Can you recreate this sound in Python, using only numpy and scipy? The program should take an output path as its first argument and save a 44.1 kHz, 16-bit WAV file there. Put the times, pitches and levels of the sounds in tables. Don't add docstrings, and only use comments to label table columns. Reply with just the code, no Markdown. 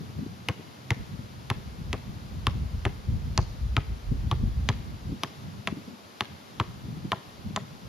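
import sys
import numpy as np
from scipy import signal
from scipy.fft import rfft, irfft, next_fast_len
from scipy.io import wavfile
from scipy.ndimage import map_coordinates

SR = 44100
rng = np.random.default_rng(int(sys.argv[2]) if len(sys.argv) > 2 else 0)


def store_wav(level_fs):
    pcm = np.round(np.clip(np.atleast_2d(level_fs), -1, 1) * 32767)
    wavfile.write(sys.argv[1], SR, pcm.T.astype(np.int16))


N = 347508

# (time [s], slap level [dB], slap centre [Hz],
#  panel resonance over slap [dB], panel pitch [Hz], panel width [Hz], crack: slap treble boost [dB],
#  grit level [dB], shiver over slap [dB], ping level [dB], ping pitch [Hz], ping t60 [s],
#  ping over other modes [dB], lift-off level [dB], thump level [dB])
BOUNCES = [(0.4866, -21.5, 2780, 5, 2800, 520, 3.5, -30, -12, -30, 970, 0.024, -1.5, -44, -26),
           (0.906, -20, 2370, 2, 2060, 330, 0, -24, -10.5, -35, 790, .022, 0, -39.5, -21),
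           (1.5017, -22.5, 2520, -8, 3400, 650, 3, -46, -12, -29, 983, 0.024, -0.5, -34.5, -21),
           (1.93, -26, 2600, -16, 3500, 1800, 0, -31, -7.5, -41, 1030, .018, 1, -45, -29.5),
           (2.469, -20, 2750, 3, 3230, 650, 3.5, -32, -14.5, -22.5, 1072, 0.029, 10.5, -39, -20),
           (2.8529, -23, 1950, -3, 2400, 900, -1, -53, -9.5, -32, 920, 0.024, 1, -36, -20),
           (3.377, -25.5, 2300, 15, 5900, 1500, 5, -14.5, -7, -24.5, 1005, 0.02, -2, -31.5, -17),
           (3.7668, -20, 2350, -2, 2770, 1100, -11, -59, -10.5, -27, 1226, 0.016, 6.5, -32.5, -18.5),
           (4.3137, -27, 2820, 21, 3440, 650, 10, -38, -7.5, -26, 1068, 0.033, 2.5, -34.5, -21),
           (4.6891, -20, 2650, -3, 3370, 650, -21, -24, -4, -41, 980, 0.039, 1, -37.5, -19.5),
           (5.2349, -23.5, 3150, 1, 3360, 650, 4.5, -25.5, -6, -30.5, 1096, 0.021, -1, -48, -42),
           (5.6738, -21.5, 2260, 2, 2420, 800, 0, -40, -6.5, -30.5, 1070, .022, -2.5, -40.5, -38.5),
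           (6.208, -21, 2680, 8, 3300, 1200, 3.5, -32, -19, -25, 1050, 0.01, 9.5, -42.5, -35),
           (6.5996, -24, 2030, 7, 3240, 650, -5, -36, -6, -22.5, 1100, 0.013, 3.5, -36.5, -22.5),
           (7.1191, -23, 2480, 14, 3230, 650, 2, -34, -7.5, -23.5, 985, 0.018, 0.5, -27, -32),
           (7.5622, -26, 2250, 8, 5100, 2420, -12, -24, -6, -27, 974, 0.031, -2.5, -32, -35)]
# (pitch [Hz], level [dB], t60 [s])
BALL_MODES = [(376, -17, 0.128), (454, -30, 0.084), (687, -7.5, 0.051), (866, -0.5, 0.038),
              (1118, 8.5, 0.019), (1302, -3.5, 0.05), (1720, -3.5, 0.021), (1885, -5.5, 0.042),
              (2260, -31, 0.04), (2660, -8.5, .022)]
PING_HZ = 1070
# (frequency [Hz], relative density [dB])
SLAP_SPECTRUM = [(60, -35), (400, -3.5), (900, -5), (1500, 3), (2000, 11), (3100, 5.5), (4200, 2),
                 (6000, -11), (10000, -8), (13000, -18.5), (16000, -50)]
GRIT_SPECTRUM = [(1500, -25), (3200, -9), (4200, 0), (5200, 2), (6700, 1), (7600, -7), (9000, -19),
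                 (11000, -28), (16000, -48)]
SHELL_SPECTRUM = [(40, -40), (120, -10), (250, -4), (450, 3.5), (750, 3), (1150, 8.5), (1500, -14.5),
                  (2200, -2), (3200, -2.5), (5000, -15), (9000, -22), (16000, -51)]
# (frequency [Hz], relative density [dB])
SCUFF_SPECTRUM = [(300, -12), (1000, 1), (1600, 4), (2600, -8), (4200, -14.5), (7000, -25), (16000, -50)]
# (frequency [Hz], relative density [dB])
THUD_SPECTRUM = [(70, -66), (140, 5.5), (200, 4.5), (280, -7.5), (370, -2), (520, -9.5), (800, -16.5),
                 (2000, -21.5), (12000, -61.5), (16000, -82)]
# (pitch [Hz], level over slap [dB], t60 [s])
AIR_MODES = [(985, -32, 0.24), (2130, -44, 1.7), (2780, -48, .35)]
CRACK_HZ = 7500
BUCKLE_S, BUCKLE_HZ, BUCKLE_DB = 0.00548, 260, -6.5
# (frequency [Hz], side over mid [dB])
BALL_WIDTH = [(100, -14.5), (600, -21), (1100, -15.5), (1550, -6), (2000, -16), (2900, -7), (5000, -9),
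              (7000, 0), (8500, 3), (10000, -3), (13000, 40), (15500, -19)]
# (delay [s], spread [s], level [dB])
TRUNKS = [(.0285, 0.0014, -29), (0.039, 0.0041, -27), (.049, .004, -30), (.05, .03, -31)]
# (frequency [Hz], t60 [s])
TREES_T60 = [(200, 1), (1000, 1), (3000, 0.92), (8000, 0.74)]
BOARD_S, BOARD_SPREAD_S = 0.039, 0.0006
# (time [s], peak level [dB], centre [Hz], flutter over peak [dB])
PUFFS = [(0.004, -28.5, 155, -6), (0.09, -33, 149, -8), (0.16, -29.5, 119, -13), (0.185, -25.5, 141, -3),
         (0.221, -29.5, 176, -4.5), (0.255, -26.5, 272, -20), (0.587, -35, 370, -21), (0.6, -39, 390, -14),
         (0.961, -36.5, 125, -8), (1.185, -26.5, 125, -12.5), (1.806, -27, 145, -19.5),
         (1.89, -25, 81, -33), (2.374, -30, 85, -18), (2.545, -25, 90, -14.5), (2.651, -21.5, 73.6, -24),
         (2.769, -25, 75, -21), (3.083, -17, 80, -31), (3.125, -25, 74.6, -21), (3.242, -31, 75, -22),
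         (3.657, -24.5, 87, -27), (4.112, -15, 117, -13.5), (4.236, -26, 130, -12), (4.263, -19.5, 94, -25),
         (4.43, -16.5, 75.4, -12.5), (4.471, -22.5, 85, -17), (4.566, -22.5, 96, -30),
         (4.79, -29.5, 115, -13), (5.089, -34, 168, -1), (5.119, -20.5, 215, -8.5),
         (5.717, -19.5, 230, -13.5), (5.767, -32.5, 256, -2), (5.875, -38.5, 223, 6), (5.923, -40, 220, 0),
         (6.845, -37, 137, -3), (6.88, -27, 177, -13), (6.963, -37, 153, -4), (7.042, -31, 208, -0.5),
         (7.499, -30, 169, -8.5)]
# (time [s], strength at the microphone [dB], flutter level [dB])
WIND = [(0.0, -45, -42.5), (0.42, -51, -45.5), (0.67, -63, -53), (0.86, -60, -48.5), (1.0, -39.5, -42),
        (1.33, -47.5, -48.5), (1.62, -39, -43), (1.9, -35, -41), (2.14, -42, -44.5), (2.56, -29, -38.5),
        (2.71, -35, -45.5), (2.84, -29, -40), (3.02, -38, -45.5), (3.14, -29.5, -39), (3.45, -31, -42.5),
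        (3.7, -31, -48.5), (3.83, -34.5, -42), (3.9, -29.5, -42), (3.99, -36.5, -53), (4.13, -26.5, -43.5),
        (4.2, -32.5, -49), (4.28, -29.5, -35.5), (4.38, -33, -41.5), (4.47, -25, -37), (4.66, -32.5, -44),
        (4.76, -33, -40.5), (4.86, -38.5, -42), (4.98, -37.5, -42.5), (5.11, -32, -39.5), (5.2, -58, -49.5),
        (5.49, -46, -42.5), (5.6, -55, -49), (5.7, -45, -42), (5.85, -65, -56), (6.12, -68, -61.5),
        (6.55, -52, -50), (6.7, -35, -43), (6.8, -43, -43.5), (7.05, -47, -41), (7.25, -55, -57.5),
        (7.48, -41, -41.5), (7.7, -54, -50.5), (7.86, -45, -49)]
# (frequency [Hz], relative density [dB])
RUMBLE_SPECTRUM = [(15, -20), (28, -13.5), (45, 2), (65, 6), (100, -6), (140, -9.5), (220, -50), (500, -78)]
FLUTTER_SPECTRUM = [(25, -49), (50, -54), (75, 0), (120, 2), (210, -3.5), (300, -18), (450, -25),
                    (800, -45), (2000, -58)]
GUST_DB = -28
RUMBLE_DB, RUMBLE_DB_PER_DB = -28.5, 1.62
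EDDIES_PER_S = 5
EDDY_HZ, EDDY_DB, EDDY_SCATTER_DB, EDDY_FLUTTER_DB = 91, -2.5, 0.5, -10
EDDY_OCTAVE_DB = 30
EDDY_LOW_CUT_HZ = 48.3
# (frequency [Hz], relative density [dB])
LEAVES_SPECTRUM = [(50, -60), (200, 15), (500, 7.5), (1100, 3), (1500, -0.5), (3000, -1), (4800, -2),
                   (7000, -10), (10000, -10.5), (13000, -9.5), (14000, -22), (15000, -33), (16000, -48)]
# (frequency [Hz], side over mid [dB])
LEAVES_WIDTH = [(200, -6), (500, 0.5), (1000, 4), (1600, 7.5), (1850, -6), (2400, -4), (3200, -2),
                (5500, -3), (8000, 4), (10500, 0.5), (15000, 9)]
LEAVES_DB = -52
# (frequency [Hz], gain [dB])
MID_DIP = [(7100, 0.5), (7700, -9.5), (8400, -35), (9100, -10), (9800, -2.5)]
SIDE_DIP = [(9800, -1), (11000, -24), (12200, -64), (13500, -30), (14500, 3)]
TOP_HZ = 15700


def amp(db):
    return 10 ** (np.asarray(db) / 20)


def unit(x):
    return x / np.sqrt(np.mean(x ** 2) + 1e-20)


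def burst(x, seconds):
    return x / np.sqrt(np.sum(x ** 2) / (seconds * SR) + 1e-20)


def along(points, hz):
    f, v = np.transpose(points)
    return np.interp(np.log(hz + 1), np.log(f + 1), v)


def curves(rows):
    s, *cols = np.transpose(rows)
    return [np.interp(np.arange(N) / SR, s, c) for c in cols]


def wobble(knots_per_s):
    knots = rng.standard_normal(int(N * knots_per_s / SR) + 4)
    return map_coordinates(knots, [np.arange(N) * knots_per_s / SR])


def filtered(x, response):
    n = x.shape[-1]
    m = next_fast_len(n + 4096)
    return irfft(rfft(x, m) * response(np.fft.rfftfreq(m, 1 / SR)), m)[..., :n]


def noise(spectrum, size):
    return unit(filtered(rng.standard_normal(size), lambda hz: amp(along(spectrum, hz))))


def pulse(spectrum, stretch, size):
    hz = np.fft.rfftfreq(size, 1 / SR) / stretch
    cepstrum = irfft(np.log(amp(along(spectrum, hz))))
    cepstrum[1:size // 2] *= 2
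    cepstrum[size // 2 + 1:] = 0
    return irfft(np.exp(rfft(cepstrum)))


def add(track, s, x):
    part = track[..., max(round(s * SR), 0):][..., :x.shape[-1]]
    part += x[..., :part.shape[-1]]


def dribble():
    direct, echoes = np.zeros(N), np.zeros((2, N))
    for s, slap_db, *blow in BOUNCES:
        hit, touch = bounce(slap_db, *blow), first_touch(slap_db)
        add(direct, s, hit)
        add(direct, s - len(touch) / SR, touch)
        add(echoes, s, surroundings(hit, board_db=-28, trees_db=-21))
        add(direct, s, air_ring(slap_db))
    phase_rad = [(150, 0.92), (2000, 2.17), (4500, 2.05), (9000, 1.64)]
    side = filtered(direct, lambda hz: amp(along(BALL_WIDTH, hz)) * np.exp(-1j * along(phase_rad, hz)))
    return np.array([direct, side]) + echoes


def bounce(slap_db, slap_hz, panel_db, panel_hz, panel_width_hz, crack_db, grit_db, shiver_db,
           ping_db, ping_hz, ping_t60_s, focus_db, lift_db, thump_db, size=4096):
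    t = np.arange(size) / SR
    out = slap(slap_db, slap_hz, panel_db, panel_hz, panel_width_hz, crack_db, size)
    out += grit(grit_db, t)
    out += shell_shiver(slap_db + shiver_db, t)
    out += shell_ping(ping_db, ping_hz, ping_t60_s, focus_db, t)
    out += shell_buckle(slap_db + 0.2 * (thump_db + 22.0), t)
    out += thump(thump_db, focus_db, t)
    out += scuff(slap_db, t)
    add(out, 0.0089 + 0.00051 * rng.standard_normal(), lift_off(lift_db, ping_hz, focus_db, t))
    return out


def slap(slap_db, slap_hz, panel_db, panel_hz, panel_width_hz, crack_db, size):
    def response(hz):
        panel = 1 + amp(panel_db) / (1 + 1j * (hz ** 2 - panel_hz ** 2) / (hz * panel_width_hz + 1))
        crack = amp(crack_db * (1 - 1 / (1 + (hz / CRACK_HZ) ** 8)))
        return panel * crack

    blow = filtered(pulse(SLAP_SPECTRUM, np.sqrt(slap_hz / 2600), size), response)
    blow = -amp(slap_db - 4.0) * burst(blow, 0.0054)
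    out = blow.copy()
    trip_s = .00135 * (1 + .1 * rng.standard_normal())
    add(out, trip_s, amp(-15) * blow)
    add(out, 2 * trip_s, amp(-12.0) * blow)
    return out


def grit(grit_db, t):
    crush = rng.standard_normal(len(t)) * amp(-60 * t / 0.0066)
    crush = signal.fftconvolve(crush, pulse(GRIT_SPECTRUM, 1, len(t)))[:len(t)]
    return amp(grit_db - 9.5) * burst(crush, 0.0034)


def shell_shiver(level_db, t):
    decay = amp(-60 * t / .022) + .15 * amp(-60 * t / .055)
    rise = 1 - np.exp(-(t / .0014) ** 2)
    return amp(level_db) * burst(noise(SHELL_SPECTRUM, len(t)) * decay * rise, 0.0034)


def shell_ping(ping_db, ping_hz, ping_t60_s, focus_db, t):
    modes = ring(t, ping_hz, ping_t60_s, focus_db, scatter_db=3.5, detune=0.041)
    return -amp(ping_db - 0.5) * burst(modes * (1 - np.exp(-t / 0.00058)), 0.0058)


def ring(t, ping_hz, ping_t60_s, focus_db, scatter_db, detune):
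    hz, db, t60_s = np.transpose(BALL_MODES)[:, :, None]
    strength, offset = rng.standard_normal((2, len(BALL_MODES), 1))
    near = np.exp(-(np.log(hz / PING_HZ) / 0.18) ** 2)
    t60_s = np.minimum(t60_s ** (1 - near) * ping_t60_s ** near, 42 / hz)
    chance = 1 - 1.17 * near
    hz = hz * (ping_hz / PING_HZ) ** near * (1 + detune * chance * offset)
    sign = np.where(near > .5, 1, rng.choice([-1, 1], size=hz.shape))
    level_db = db + focus_db * near + scatter_db * chance * strength
    return np.sum(sign * amp(level_db - 60 * t / t60_s) * np.sin(2 * np.pi * hz * t), 0)


def shell_buckle(body_db, t):
    t = t - BUCKLE_S
    hz = BUCKLE_HZ * (1 + 0.17 * rng.standard_normal())
    return -amp(body_db + BUCKLE_DB) * np.exp(-(t / 0.0022) ** 2) * np.cos(2 * np.pi * hz * t)


def thump(thump_db, focus_db, t):
    swell = np.exp(-((t - .015) / 0.01) ** 2) * (1 - np.exp(-t / 0.0022))
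    pump = -amp(thump_db - 8.5) * burst(swell * np.sin(2 * np.pi * 106 * t), 0.063)
    thud = noise(THUD_SPECTRUM, len(t)) * np.exp(-((t - .013) / 0.015) ** 2)
    return pump + amp(0.26 * thump_db - .5 * focus_db - 25.0) * burst(thud, 0.015)


def scuff(slap_db, t):
    swell = np.exp(-((t - .012) / 0.0017) ** 2)
    return amp(slap_db - 16) * burst(noise(SCUFF_SPECTRUM, len(t)) * swell, 0.0032)


def lift_off(lift_db, ping_hz, focus_db, t):
    spring = ring(t, ping_hz, 0.02, focus_db, scatter_db=3.0, detune=0.064)
    spring = spring * (1 - np.exp(-(t / 0.0023) ** 2))
    spring = filtered(spring, lambda hz: 1 / (1 + (hz / 1500) ** 4))
    return amp(lift_db + 0.5) * burst(spring, 0.012)


def first_touch(slap_db, size=128):
    rise = np.exp((np.arange(size) - size) / SR / .00055)
    return amp(slap_db - 5) * rise * noise(SLAP_SPECTRUM, size)


def air_ring(slap_db):
    t = np.arange(SR // 2) / SR
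    hz, db, t60_s = np.transpose(AIR_MODES)[:, :, None]
    level_db = slap_db + db + rng.normal(0, 2.5, hz.shape)
    return np.sum(amp(level_db - 60 * t / t60_s) * np.sin(2 * np.pi * hz * t), 0)


def surroundings(hit, board_db, trees_db):
    hz, t, z = signal.stft(rng.standard_normal((2, SR // 2)), SR, nperseg=256)
    decay = amp(-60 * t / along(TREES_T60, hz)[:, None])
    tail = signal.istft(z * decay, SR, nperseg=256)[1]
    t = np.arange(tail.shape[1]) / SR
    trees = tail * (1 - np.exp(-(t / 0.01) ** 2))
    answer = amp(trees_db) * trees / np.linalg.norm(trees[0])
    for delay_s, spread_s, db in TRUNKS:
        near = rng.standard_normal(tail.shape) * np.exp(1.5 * rng.standard_normal(len(t)))
        near = near * np.exp(-((t - delay_s) / spread_s) ** 2)
        answer += amp(db) * near / np.linalg.norm(near[0])
    answer[1] *= amp(-1.0)
    board_s = BOARD_S + BOARD_SPREAD_S * rng.standard_normal()
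    add(answer[0], board_s, amp(board_db) * np.ones(1))
    returned_db = [(100, -9), (400, 0), (1100, -4.5), (1800, 1), (2400, -1.5), (3300, -1),
                   (4500, 1.5), (6000, -1), (8000, -2)]
    thin = filtered(hit, lambda f: amp(along(returned_db, f)))
    return signal.fftconvolve(thin[None], answer, axes=1)


def puffs(size=8192):
    out, t = np.zeros((2, N)), np.arange(size) / SR
    wake = [(50, -41), (130, -16), (220, 5.0), (330, -10.5), (430, -16.5), (600, -31.0), (2000, -81)]
    for s, db, hz, wake_db in PUFFS + small_eddies():
        turns = (t - .0105) * hz
        dip = np.exp(-np.sqrt(turns ** 2 + 0.037) / 0.45)
        pop = -np.cos(2 * np.pi * turns) * dip * (1 - np.exp(-t / 0.0016))
        churn = np.array([noise(wake, size), amp(-4.5) * noise(wake, size)])
        churn = churn * (1 - np.exp(-t / 0.0036)) * amp(-60 * t / 0.13)
        add(out, s, amp(db + 4.5) * np.outer([1, .25], pop) + amp(db + wake_db + 1.5) * churn)
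    return filtered(out, lambda hz: 1 - 1 / (1 + (hz / EDDY_LOW_CUT_HZ) ** 4))


def small_eddies():
    count = int(EDDIES_PER_S * N / SR)
    when, strength, pitch = rng.uniform(-1, 1, (count, 3)).T
    s = (np.arange(count) + .5 + when / 2) / EDDIES_PER_S
    wind_db = np.interp(s, *np.transpose(WIND)[:2])
    hz = EDDY_HZ * 2 ** (pitch / 2 + (GUST_DB - wind_db) / EDDY_OCTAVE_DB)
    peak_db = wind_db + EDDY_DB + EDDY_SCATTER_DB * strength
    return list(zip(s, peak_db, hz, np.full(count, EDDY_FLUTTER_DB)))


def wind():
    strength_db, flutter_db = curves(WIND)
    eddies = wobble(22)
    rumble_db = RUMBLE_DB + RUMBLE_DB_PER_DB * (strength_db - GUST_DB) + 2.3 * eddies
    rumble = np.array([noise(RUMBLE_SPECTRUM, N), amp(-7.5) * noise(RUMBLE_SPECTRUM, N)])
    flutter_db = flutter_db + 2.84 * eddies + 2.5 * wobble(35)
    flutter = np.array([noise(FLUTTER_SPECTRUM, N), amp(-3.5) * noise(FLUTTER_SPECTRUM, N)])
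    flutter = filtered(amp(flutter_db) * flutter, lambda hz: 1 - 1 / (1 + (hz / 55) ** 6))
    return amp(rumble_db) * rumble + flutter


def leaves():
    side = filtered(noise(LEAVES_SPECTRUM, N), lambda hz: amp(along(LEAVES_WIDTH, hz)))
    return amp(LEAVES_DB + 0.33 * wobble(5.0)) * np.array([noise(LEAVES_SPECTRUM, N), side])


def scene():
    mid, side = dribble() + puffs() + wind() + leaves()
    # (frequency [Hz], share of mid added to side)
    lean = [(50, 0.0), (150, 0.0), (450, 0.19), (1200, 0.1), (4000, 0.39), (9000, 0.25)]
    side = side + filtered(mid, lambda hz: along(lean, hz))
    return np.array([mid + side, mid - side])


def record(dry):
    mid = filtered((dry[0] + dry[1]) / 2, lambda hz: amp(along(MID_DIP, hz)))
    side = filtered((dry[0] - dry[1]) / 2, lambda hz: amp(along(SIDE_DIP, hz)))
    stereo = np.array([mid + side, mid - side])
    return filtered(stereo, lambda hz: np.clip((TOP_HZ - hz) / 1000 + .5, 0, 1))


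dry = scene()
out = record(dry)
store_wav(out)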